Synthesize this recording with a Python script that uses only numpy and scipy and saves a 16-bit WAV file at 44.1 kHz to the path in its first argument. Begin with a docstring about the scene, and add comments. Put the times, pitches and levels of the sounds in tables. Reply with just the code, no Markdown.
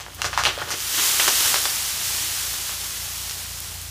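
"""A yard with trees, in freezing rain: across it an ice-laden limb breaks high in a tree.
Sharp wood cracks, bursts of noise with a short ring, scatter back as echoes; knocks on branches follow.
Twigs crackle and ice showers down, both dense grains of clicks; the shower swells, then slowly thins.
Short bright bursts tick close by, over a grainy patter of rain and a distant engine's hum of sine orders."""
import sys
import numpy as np
from scipy import signal
from scipy.fft import rfft, irfft
from scipy.io import wavfile
from scipy.ndimage import uniform_filter1d

SR = 44100
rng = np.random.default_rng(int(sys.argv[2]) if len(sys.argv) > 2 else 0)


def put_to_file(sound):
    """Save the sound as 16-bit audio at rate SR, in the file named by the first command-line argument."""
    columns = np.atleast_2d(sound).T  # one column per channel
    safe = np.clip(columns, -1, 1)
    whole_steps = np.round(safe * 32767)
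    wavfile.write(sys.argv[1], SR, whole_steps.astype(np.int16))


N = 171990

# Wood cracking, band and ring levels before the shared trim and colour; echo is relative to the direct snap;
# the last row, at 0.804 s, is a small crackle of ice: t/s, level/dB at each of the four band frequencies, snap
# decay/s, echo level/dB, ring f/Hz, ring level/dB
WOOD_CRACKS = [(0.001, -23, -16.5, -21, -25.5, 0.0013, 9, 1400, -30),
               (0.064, -21, -14, -24, -39, .001, -1, 1700, -21),
               (0.083, -14, -19, -29, -47, 0.0034, -1, 1160, -32),
               (0.187, -18, -18, -29, -33, 0.0084, 11.5, 1200, -32),
               (0.218, -15, -5.5, -2, -7, 0.0017, -3, 2720, 1),
               (0.2443, -4.5, -3.5, -9, -12.5, 0.0019, 8, 1040, -20),
               (0.330, -18, -6, -10.5, -21, 0.0038, 6.5, 1610, -11),
               (0.376, -13, 3.5, -4, -9.5, 0.0043, -1, 945, 1.5),
               (0.384, -9.5, 5, -6, -12, 0.024, 4, 970, -2), (0.437, -9, -3, -3, -6.5, 0.0024, 2, 2870, -9),
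               (0.4526, -1, -7, 8.5, -9.5, 0.0018, 3.5, 2930, -6),
               (0.4599, -1, 3, -9, -16, .012, 6.5, 3800, -9),
               (0.577, -23, -22, -22, -26, 0.0055, -4, 570, -2),
               (0.585, -16, -11, -16, -32, 0.026, 9.5, 970, -28),
               (0.617, -1.5, -4.5, -19, -19, 0.007, -3, 1430, -11),
               (0.624, -11, -20, -28, -31, 0.0056, 5, 1800, -10),
               (0.705, -25, -10, -15, -9, 0.0021, 7, 1450, -8.5),
               (0.7175, -11, -18, -6, -23, 0.00092, 6.5, 1930, -23),
               (0.675, -19, -15, -22, -27, 0.012, 10, 504, -14),
               (0.738, -2, -14, -6.5, -25, 0.013, -7, 290, -12),
               (0.804, -30, -19, -18, -10, 0.0044, 0, 3050, -10)]
# The limb striking branches: the same columns, with a crunch for the snap
BRANCH_KNOCKS = [(1.197, -1, -4.5, 6.5, -4, 0.019, -9, 2120, 1),
                 (1.222, -13, -14, -4, -10, 0.0078, -8, 3740, -11),
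                 (1.278, 0, 2.5, -1, -2.5, 0.0099, 0, 370, 0.5),
                 (1.542, -5, -0.5, -3, -6, .007, -3, 756, -18),
                 (1.558, -3, -7.5, -4, -13, 0.011, -3, 1550, -17),
                 (1.654, -3, -3.5, -5, -9, 0.0096, -4, 3500, -0.5),
                 (2.693, -16, -17, -14, -24, 0.0038, -1, 1190, -23),
                 (3.296, -43, -35.5, -14, -18, 0.0021, -3, 4370, -8),
                 (3.310, -23, -31, -15, -23, 0.0016, -5, 1300, -23)]
# Centres of the four level columns above: f/Hz
BLOW_BAND_HZ = (400, 1100, 3000, 7000)
# Tone shared by all cracks and knocks: f/Hz, level/dB
WOOD_COLOUR = [(25, -29), (70, -6), (150, -8), (220, -14), (380, 0), (650, 3), (950, 6), (1400, 7),
               (2300, 4), (2900, 3), (4300, 1.5), (5300, 4), (7200, 1.5), (8200, -2.5), (15000, -12)]
# Tone of the echo among the trees: f/Hz, level/dB
TREE_ECHO_COLOUR = [(200, 4), (1000, -5.5), (6000, 2.5), (14000, -1.5)]
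# Flow of shattered ice, before its trim: t/s, level/dB
ICE_FLOW_CURVE = [(0, -56), (.17, -48.5), (.55, -41.5), (.67, -38.5), (.73, -36), (.82, -29), (.92, -25.5),
                  (1.05, -20.5), (1.16, -22), (1.3, -21), (1.48, -20), (1.6, -24), (1.73, -26.5),
                  (2.3, -26.5), (2.6, -29.5), (3.1, -31), (3.29, -32), (3.42, -33.5), (3.62, -35),
                  (3.9, -37.5)]
# Tone of the ice chips: f/Hz, level/dB
ICE_CHIP_COLOUR = [(150, -23), (400, -17), (700, -9), (1100, -6), (2400, -3.5), (2900, -1), (4400, -0.5),
                   (5400, 1), (7200, .5), (8000, -1), (11000, -2.5), (14000, -4.5), (15200, -4.5)]
# Twigs and needles thrashed by the limb: t/s, level/dB
THRASH_CURVE = [(0, -50), (.55, -41.5), (.68, -38.5), (.82, -41), (.92, -44), (.97, -29.5), (1.13, -35.5),
                (1.25, -32), (1.5, -33), (1.62, -35.5), (1.8, -40), (2.2, -41.5), (2.8, -43), (3.9, -55)]
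# Tone of the thrashing: f/Hz, level/dB
TWIG_COLOUR = [(120, -24), (250, -7), (400, -3.5), (600, -14.5), (1100, -0.5), (1900, -2), (2400, -9.5),
               (3000, 2), (6000, -13), (14000, -55)]
# Ice landing close by, before its trim: t/s, level/dB, decay/s
NEAR_TICKS = [(0.006, -24, .0006), (0.141, -35, .0008), (0.146, -16.5, 0.019), (2.362, -12, .0002),
              (3.604, -11, .0002), (3.712, -26, .0004), (3.815, -17, .002)]
# Tone of the close ticks: f/Hz, level/dB
NEAR_TICK_COLOUR = [(300, -26), (2000, -29), (4500, 5), (15000, 9.5)]
# Tone of the rain and low outdoor rumble: f/Hz, level/dB
RAIN_RUMBLE_COLOUR = [(25, -19), (36, -11), (52, 11.5), (100, 12.5), (160, 4.5), (240, 0), (500, -2.5),
                      (850, 0.5), (1300, -4), (3000, -3.5), (7000, -5), (15000, -14.5)]
# Partials of the distant engine: multiple of the shaft rate, level/dB before the hum curve
ENGINE_PARTIALS = [(2, -46.5), (3, -46.5), (4, -55.5), (5, -57.5), (6, -63)]
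# Rise and fall of the engine hum: t/s, level/dB
HUM_CURVE = [(0, -7), (.25, 2.5), (.48, 3), (.62, -4), (1.5, -11), (2.1, -1.5), (3.0, -2), (3.9, 1.5)]

CRACK_DB, KNOCK_DB = -19.5, -18.5  # trims
RING_T60_S, RING_ECHO_DB = 0.019, -6  # how much less of the ring than of the snap feeds the echo
ECHO_DELAY_S, ECHO_SPREAD_DB = .004, 3
NEAR_T60_S, FAR_T60_S, FAR_DB = .2, .5, -16  # quick fall; long tail and its starting level
ICE_PEAK_PER_S, ICE_SPREAD_DB, ICE_DB = 22000, 2, 2  # chip density where the flow is strongest
TWIGS_PER_S, TWIG_SPREAD_DB = 1500, 3.5
TICK_DB, RAIN_DB = -30.5, -43.5
SHAFT_HZ = 29.17
PEAK_LIMIT, TOP_HZ = .8, 15300


def limb():
    """The limb splinters off the trunk, then strikes branches on its way down."""
    return wood(WOOD_CRACKS, CRACK_DB) + wood(BRANCH_KNOCKS, KNOCK_DB)


def wood(rows, level_db):
    """Each blow is a rush of snapping fibres and a short ring, echoed among the trees."""
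    direct, sent = np.zeros(N), np.zeros(N)
    for start, *band_db, decay_s, echo_db, ring_hz, ring_db in rows:
        snap = colour(burst(decay_s), list(zip(BLOW_BAND_HZ, band_db)))
        note = undb(ring_db) * ring(ring_hz)
        echo_feed = snap + undb(RING_ECHO_DB) * note
        add(direct, start, snap + note)
        add(sent, start, echo_feed * undb(echo_db))
    return undb(level_db) * colour(direct + trees(sent), WOOD_COLOUR)


def burst(decay_s, size=4096):
    """A fracture: a dying noise rush, near-even in spectrum, with the energy of 20 ms at rms 1."""
    fade = np.exp(-np.arange(size) / SR / decay_s)
    x = rng.standard_normal(size) * fade
    for _ in range(3):  # flatten the spectrum, then restore the dying shape
        spectrum = rfft(x)
        flat = irfft(spectrum / (np.abs(spectrum) + 1e-12))
        x = flat * np.sqrt(fade)
    return x * np.sqrt(SR / 50 / np.sum(x ** 2))


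def ring(hz, size=4096):
    """The damped note of a piece of wet wood, with the energy of 1 ms at rms 1."""
    t = np.arange(size) / SR
    x = np.sin(2 * np.pi * hz * t) * np.exp(-np.log(1000) * t / RING_T60_S)
    return x * np.sqrt(SR / 1000 / np.sum(x ** 2))


def trees(x):
    """Echo of the yard: many scattered reflections, a quick fall and a faint long tail."""
    t = np.arange(N) / SR - ECHO_DELAY_S
    near_fall = undb(-60 * t / NEAR_T60_S)
    far_fall = undb(FAR_DB) * undb(-60 * t / FAR_T60_S)
    response = grains(7000, ECHO_SPREAD_DB) * (near_fall + far_fall) * (t > 0)
    response /= np.sqrt(np.sum(response ** 2))
    return colour(signal.fftconvolve(x, response)[:N], TREE_ECHO_COLOUR)


def ice_shower():
    """Countless ice chips hit leaves and ground; a stronger flow has more of them."""
    flow = curve(ICE_FLOW_CURVE)
    chips = grains(ICE_PEAK_PER_S * np.sqrt(flow / flow.max()), ICE_SPREAD_DB)
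    flutter = undb(ICE_DB + 0.56 * walk(24.47))
    return unit(colour(chips, ICE_CHIP_COLOUR)) * flow * flutter


def twigs(flurry_db=2.2):
    """Twigs crackle in uneven flurries as the limb sweeps through them."""
    crackle = unit(colour(grains(TWIGS_PER_S, TWIG_SPREAD_DB), TWIG_COLOUR))
    return crackle * curve(THRASH_CURVE) * undb(flurry_db * walk(60))


def near_ticks():
    """Single bits of ice land close to the listener: fracture bursts, bright and without echo."""
    out = np.zeros(N)
    for start, db, decay_s in NEAR_TICKS:
        add(out, start, undb(db) * burst(decay_s))
    return undb(TICK_DB) * colour(out, NEAR_TICK_COLOUR)


def rain():
    """Fine patter of freezing rain and a low outdoor rumble, both filtered from one stream of clicks."""
    return undb(RAIN_DB) * unit(colour(grains(9000, 3.36), RAIN_RUMBLE_COLOUR))


def engine(waver_db=1.5, own_db=1.1, drift=0.0022):
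    """A far engine: orders of one drifting shaft throb together once a turn, and the hum wavers."""
    shaft_hz = SHAFT_HZ * (1 + drift * walk(4.87))
    turns = np.cumsum(shaft_hz) / SR + rng.random()
    hum = np.zeros(N)
    for order, db in ENGINE_PARTIALS:
        hum += undb(db + own_db * walk(9)) * np.sin(2 * np.pi * round(order) * turns)
    return np.sqrt(2) * hum * curve(HUM_CURVE) * undb(waver_db * walk(18))


def grains(per_s, spread_db):
    """Random clicks, mostly small and a few large; rms near 1 at any density."""
    chance = np.clip(per_s / SR, 0, 1)
    size = undb(spread_db * np.minimum(rng.exponential(size=N), 5))
    struck = rng.random(N) < chance
    return struck * rng.choice([-1, 1], N) * unit(size) / np.sqrt(chance)


def walk(rate):
    """Smooth random drift around zero with rms 1 or near it, from steps drawn at a rate in Hz."""
    k = int(SR / rate)
    steps = np.repeat(rng.standard_normal(N // k + 1), k)
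    return unit(uniform_filter1d(uniform_filter1d(steps, k), k)[:N])


def colour(x, points, size=2048):
    """Causal minimum-phase filter through (f/Hz, level/dB) points, joined on a log frequency axis."""
    hz, db = np.array(points, float).T
    grid_hz = np.arange(size + 1) * SR / 2 / size
    log_gain = np.log(undb(np.interp(np.log(grid_hz + 1), np.log(hz), db)))
    cepstrum = irfft(log_gain)
    cepstrum[1:size] *= 2  # fold onto positive time
    cepstrum[size + 1:] = 0
    response = irfft(np.exp(rfft(cepstrum)))[:size]
    return signal.fftconvolve(x, response)[:len(x)]


def curve(rows):
    """Gain over time from (t/s, level/dB) points."""
    return undb(np.interp(np.arange(N) / SR, *np.array(rows).T))


def add(out, start, x):
    """Mix a sound in at a time in seconds."""
    i = max(int(start * SR), 0)
    out[i:i + len(x)] += x[:N - i]


def unit(x):
    """Scale to rms 1."""
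    return x / np.sqrt(np.mean(x ** 2))


def undb(db):
    """Decibels to gain."""
    return 10 ** (np.asarray(db) / 20)


def scene():
    """The whole yard, heard the same in both ears."""
    yard = limb() + ice_shower() + twigs() + near_ticks() + rain() + engine()
    return np.array([yard, yard])


def record(dry):
    """Soft saturation rounds the sharpest peaks, then a steep low-pass cuts the top."""
    rounded = dry / (1 + (dry / PEAK_LIMIT) ** 4) ** (1 / 4)
    low_pass = signal.ellip(10, .2, 70, TOP_HZ, fs=SR, output="sos")
    return signal.sosfilt(low_pass, rounded)


dry = scene()
out = record(dry)
put_to_file(out)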